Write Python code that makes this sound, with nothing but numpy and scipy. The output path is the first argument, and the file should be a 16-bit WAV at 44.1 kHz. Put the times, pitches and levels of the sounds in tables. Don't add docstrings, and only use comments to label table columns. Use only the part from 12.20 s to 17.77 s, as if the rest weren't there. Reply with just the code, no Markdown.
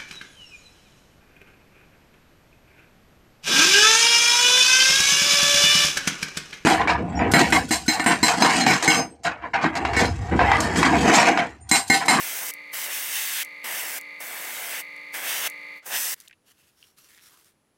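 import sys
import numpy as np
from scipy import signal
from scipy.fft import rfft, irfft
from scipy.io import wavfile
from scipy.ndimage import uniform_filter1d, map_coordinates

SR = 44100
rng = np.random.default_rng(int(sys.argv[2]) if len(sys.argv) > 2 else 0)


def master(y):
    cut = np.clip(np.atleast_2d(y).T, -1, 1)
    pcm = np.round(cut * 32767)
    wavfile.write(sys.argv[1], SR, pcm.astype(np.int16))


N = 245637
T = np.arange(N) / SR
HZ = np.maximum(np.fft.rfftfreq(N, 1 / SR), 1)
BOTTLE_S = 3.945

# low rush at start level/dB, at end level/dB, edge turbulence at start level/dB, at end level/dB
PULLS = [(-.05, 0.315, .01, 0.01, -48, -46, -40, -44), (0.526, 1.236, 0.012, 0.0076, -46, -54, -41, -38),
         (1.44, 1.793, 0.0032, 0.0097, -41.5, -44.5, -37, -43),
         (1.999, 2.623, 0.0067, 0.017, -46.5, -45, -41.5, -38),
         (2.931, 3.282, .014, 0.007, -43.5, -40, -38.5, -37),
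         (3.653, 3.944, 0.013, 0.0017, -45, -46, -46.5, -44)]
# f/Hz, level/dB
SPRAY_COLOUR = [(50, -55), (110, -26), (250, -15), (520, -4.5), (1150, -2), (1700, 5.5), (2350, 2),
                (3100, 3), (4200, -3), (5500, 1), (7200, -1), (10200, -2), (13000, -4.5), (16000, -0.5)]


def amp(db):
    return 10 ** (np.asarray(db) / 20)


def rms(x):
    return np.sqrt(np.mean(x ** 2)) + 1e-12


def curves(rows):
    s, *columns = np.transpose(rows)
    return [np.interp(T, s, c) for c in columns]


def shape(points):
    hz, db = np.transpose(points)
    return amp(np.interp(np.log(HZ), np.log(hz), db))


def colour(x, gain):
    return irfft(rfft(x) * gain, N)


def noise(gain):
    x = colour(rng.standard_normal(N), gain)
    return x / rms(x)


def walk(rate):
    return noise(1 / (1 + (HZ / rate) ** 4))


def swell(start, end):
    away = (2 * T - start - end) / (end - start)
    return 1 / np.sqrt(1 + (1.25 * away) ** 8)


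def ring(x, hz, width_hz):
    hz, width_hz = min(hz, .45 * SR), min(width_hz, .3 * SR)
    b, a = signal.iirpeak(hz, hz / width_hz, fs=SR)
    return signal.lfilter(b, a, x)


def steer(x, bands, levels_db):
    centres = np.log(bands).mean(axis=1)
    out = 0
    for (lo, hi), db, share in zip(bands, levels_db, np.eye(len(bands))):
        part = colour(x, np.interp(np.log(HZ), centres, share))
        band_rms = rms(colour(x, (HZ > lo) & (HZ < hi)))
        out = out + part * amp(db) / band_rms
    return out


def tick(s, db, hz, t60, spread):
    age = T[:SR // 10]
    crack = rng.standard_normal(len(age)) * amp(-60 * age / max(t60, .001))
    x = ring(ring(crack, hz, spread * hz), hz, spread * hz)
    out, start = np.zeros(N + len(age)), int(s * SR)
    out[start:start + len(age)] = x * amp(db) / np.abs(x).max()
    return out[:N]


def reflect(x, delay_ms, drift, echo_db):
    lag = delay_ms / 1000 * SR * np.exp(drift * walk(2.75))
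    echo = map_coordinates(x, [np.arange(N) - lag], order=3, mode="nearest")
    return x + amp(echo_db) * echo


def spray(opening, flutter_db=0.24, spit_db=.5, sway_db=0.65):
    # f/Hz, width f/Hz, level/dB
    nozzle_humps = [(6160, 330, 2.5), (8300, 800, 3), (11830, 1400, 3.5), (14200, 600, 4.5)]
    rush, edge, sizzle, hiss = jet_levels()
    humps_db = sum(db * np.exp(-2 * ((HZ - hz) / width) ** 2) for hz, width, db in nozzle_humps)
    air = noise(shape(SPRAY_COLOUR) * amp(humps_db))
    air = reflect(air, delay_ms=0.333, drift=0.14, echo_db=-18)
    air = reflect(air, delay_ms=1.1, drift=.08, echo_db=-13)
    flutter = flutter_db * walk(70) + sway_db * walk(12)
    spit = spit_db * walk(150)
    bands = [(250, 1300), (2500, 3800), (4800, 7500), (8000, 15500)]
    return opening * steer(air, bands, [rush + flutter, edge + flutter, sizzle + spit, hiss + spit])


def jet_levels():
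    # t/s, level/dB
    jet_1, jet_2, jet_3 = [(0.0, -33), (0.3, -32.5)], [(0.54, -33.5), (0.65, -32), (0.682, -38), (0.742, -31),
                                          (0.882, -34), (0.958, -29), (1.106, -31.5), (1.148, -30),
                                          (1.225, -31)], [(1.452, -36.5), (1.604, -32), (1.636, -35),
                                                         (1.778, -34)]
    jet_4, jet_5, jet_6 = [(2.012, -40), (2.34, -37), (2.606, -35.5)], [(2.948, -35), (3.008, -39), (3.094, -30), (3.22, -32),
                                          (3.272, -28.5)], [(3.668, -37.5), (3.692, -38.5), (3.758, -28.5),
                                                         (3.832, -28.5), (3.936, -30)]
    # start t/s, end t/s, extra low rush level/dB, extra edge turbulence level/dB
    whooshes = [(0.211, 0.253, 6.5, -4), (0.66, 0.722, 4, 2.5), (1.185, 1.225, 0, 3.5),
                (2.347, 2.379, 0.5, 3.5), (2.512, 2.577, 1, 3), (3.708, 3.78, 5, 8)]
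    usual_db = -33
    sizzle_db, hiss_db = -7, -.6
    rush_slope, edge_slope, sizzle_slope, hiss_slope = -.2, 1.15, 1.25, 0.89
    whoosh_sizzle = 0.28

    jet = curves(np.vstack([jet_1, jet_2, jet_3, jet_4, jet_5, jet_6]))[0] - usual_db
    aim = []
    for on, off, _, _, rush_start, rush_end, edge_start, edge_end in PULLS:
        aim += [(on, rush_start, edge_start), (off, rush_end, edge_end)]
    rush, edge = curves(aim)
    hollow, ridge = sum(np.outer(extra_db, swell(start, end)) for start, end, *extra_db in whooshes)
    rush = rush + hollow + rush_slope * jet
    edge = edge + ridge + edge_slope * jet
    sizzle = usual_db + sizzle_db + sizzle_slope * jet + whoosh_sizzle * ridge
    hiss = usual_db + hiss_db + hiss_slope * jet
    return rush, edge, sizzle, hiss


def air_valve(leak_db=-17, leak_s=0.013, vent_db=-21, vent_s=0.024):
    opening = 0
    for on, off, rise, fall, *_ in PULLS:
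        main = np.clip(np.minimum((T - on) / rise, (off - T) / fall), 0, 1)
        seep = amp(leak_db) * np.clip((T - on + leak_s) / leak_s, 0, 1) * (T < off)
        drain = amp(vent_db) * np.exp(-np.abs(T - off) / vent_s) * (T >= off)
        opening = opening + np.maximum(main, (seep + drain) * (T < BOTTLE_S))
    return opening


def wisps(high_db=-59, low_db=-54, low_hz=600):
    wisp = noise(np.minimum(HZ / 15000, 1)) * swell(3.555, 3.590)
    puff = noise(shape(SPRAY_COLOUR) / (1 + HZ / low_hz))
    puff = puff * swell(3.624, 3.660)
    return amp(high_db) * wisp + amp(low_db) * puff


def compressor(opening, scatter=0.17, clack=0.9, clack_turn=.27, mode_width_hz=16, rattle_db=-46,
               loose=0.17, open_turn=0.29, gate_depth=0.25, fan_hz=294.8, fan_db=-64):
    # f/Hz, rms level/dB ahead of the pump gain
    housing_modes = [(165, -77.5), (385, -74), (440, -74.5), (495, -65.5), (550, -65.5), (606, -66),
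                     (770, -76), (880, -64.5), (1046, -69), (1212, -61), (1266, -69), (1652, -71),
                     (1707, -66), (1873, -60), (1960, -60), (2038, -48), (2093, -48.5), (2164, -56),
                     (2258, -50), (2314, -59), (2420, -56), (2589, -68), (2698, -69), (2810, -68),
                     (3461, -73), (3768, -66), (4210, -70), (4484, -63), (4592, -68)]
    # f/Hz, level/dB
    rattle_colour = [(80, -46), (160, -26), (700, -28), (1100, -21), (1520, -21), (1850, -13.5), (2180, 1),
                     (2450, -10), (3200, -25), (4000, -23), (4450, -17), (5100, -33), (5700, -35),
                     (6300, -31), (7200, -36), (9700, -37.5), (10600, -31), (12000, -38), (16000, -39)]
    stroke_hz = 54.96 + .27 * uniform_filter1d(opening, SR // 10)
    turns = np.cumsum(stroke_hz) / SR
    knock, shut = (np.diff(np.floor(turns - late), prepend=np.floor(-late)) for late in (0, clack_turn))
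    strokes = (knock + clack * shut) * (1 + scatter * rng.standard_normal(N))
    housing = 0
    for k, (hz, db) in enumerate(housing_modes):
        mode = ring(ring(strokes, hz, mode_width_hz), hz, 170)
        housing = housing + (-1) ** k * amp(db) * mode / rms(mode)
    clatter = rng.standard_normal(2400)[(turns % 3 * 800).astype(int)]
    flow = 1 + gate_depth * np.cos(2 * np.pi * (turns - open_turn))
    rattle = colour((clatter + loose * rng.standard_normal(N)) * flow, shape(rattle_colour))
    rattle = amp(rattle_db) * rattle / rms(rattle)
    fan = np.sqrt(2) * amp(fan_db + walk(4.3)) * np.sin(2 * np.pi * fan_hz * T)
    return (housing + rattle + fan) * pump_level()


def pump_level(start_db=-1.08, rise_db_per_s=0.54, fade_s=3.575, fade_db_per_s=400.5):
    return amp(start_db + rise_db_per_s * T - fade_db_per_s * np.maximum(T - fade_s, 0))


def trigger(snap_db=2, ring_db=-21):
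    # t/s, reference level/dB, centre f/Hz
    springs = [(0.338, -22, 11500), (1.2484, -25.5, 10330), (1.8124, -30, 10000), (3.2995, -24.5, 11000)]
    clicks = 0
    for s, db, hz in springs:
        clicks = clicks + tick(s, db + snap_db, hz, t60=0.0065, spread=0.83)
        clicks = clicks + tick(s, db + ring_db, hz, t60=0.071, spread=.7)
    return clicks


def handling(grain_db=1.5, grip_db=1.3, scrape_width_hz=600, scrape_db=-7.5, creak_s=4.977,
             slip_s=0.0056, creak_db=-41.5, creak_hz=2100, crack_db=-11):
    # f/Hz, level/dB
    rub_colour = [(150, -9.5), (400, -4), (750, -13), (1050, -1), (3500, -0.5), (5800, -1.5), (8200, -3),
                  (9500, -1.5), (12500, -2), (16000, -8.5)]
    # start t/s, end t/s, relative level/dB, scrape pitch f/Hz
    rubs = [(3.924, 4.08, -56.5, 2020), (4.264, 4.327, -57.5, 3000), (4.35, 4.528, -62.5, 2700),
            (4.566, 4.722, -60, 5550), (4.77, 4.8, -55.5, 4130), (4.795, 4.885, -57, 5760),
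            (4.877, 4.988, -53, 2020), (5.014, 5.099, -52.5, 5600), (5.085, 5.211, -58, 1190),
            (5.198, 5.316, -60.5, 9100)]
    # t/s, peak level of the ring/dB, centre f/Hz, ring decay time t60/s
    bottle_knocks = [(4.077, -37, 3400, .012), (4.097, -48, 2010, .016), (4.11, -41, 2020, .028),
                     (4.128, -41.5, 2400, .038), (4.627, -39, 2800, .013), (4.640, -47.5, 3000, .05)]
    # t/s, peak level/dB
    sharp_snaps = [(2.764, -41), (4.002, -30.5), (4.010, -36), (4.021, -42), (4.081, -34.5), (4.786, -46),
                   (5.245, -47)]
    hiss = reflect(noise(shape(rub_colour)), delay_ms=0.606, drift=.15, echo_db=-14)
    rub = 0
    for start, end, db, hz in rubs:
        scrape = noise(1 / (1 + (2 * (HZ - hz) / scrape_width_hz) ** 2))
        rub = rub + amp(db) * swell(start, end) * (hiss + amp(scrape_db) * scrape)
    rub = rub * amp(grip_db * walk(25) + grain_db * walk(200) - 3)
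    knocks = 0
    for s, db, hz, t60 in bottle_knocks:
        knocks = knocks + tick(s, db + crack_db, hz, t60=.006, spread=1.3)
        knocks = knocks + tick(s, db, hz, t60, spread=0.46)
    snaps = sum(tick(s, db, hz=7160, t60=0.012, spread=1.5) for s, db in sharp_snaps)
    creak = sum(tick(creak_s + k * slip_s, creak_db - 1.4 * k, creak_hz, t60=0.0048, spread=1.3)
                for k in range(7))
    return rub + knocks + snaps + creak


def room(room_db=-70, whine_hz=9968, whine_db=-82.5):
    # f/Hz, level/dB
    room_colour = [(25, -14.5), (80, -2), (330, -4), (1200, -12.5), (4000, -20), (12000, -25), (16000, -37)]
    late = T > BOTTLE_S
    whine = np.sqrt(2) * amp(whine_db) * np.sin(2 * np.pi * whine_hz * T) * late
    return noise(shape(room_colour)) * amp(room_db + np.where(late, -.3, -8)) + whine


def scene():
    opening = air_valve()
    mono = spray(opening) + wisps() + compressor(opening) + trigger() + handling() + room()
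    return np.array([mono, mono])


def record(dry, top_hz=15850):
    return signal.sosfilt(signal.ellip(12, .1, 80, top_hz, fs=SR, output="sos"), dry)


dry = scene()
out = record(dry)
master(out)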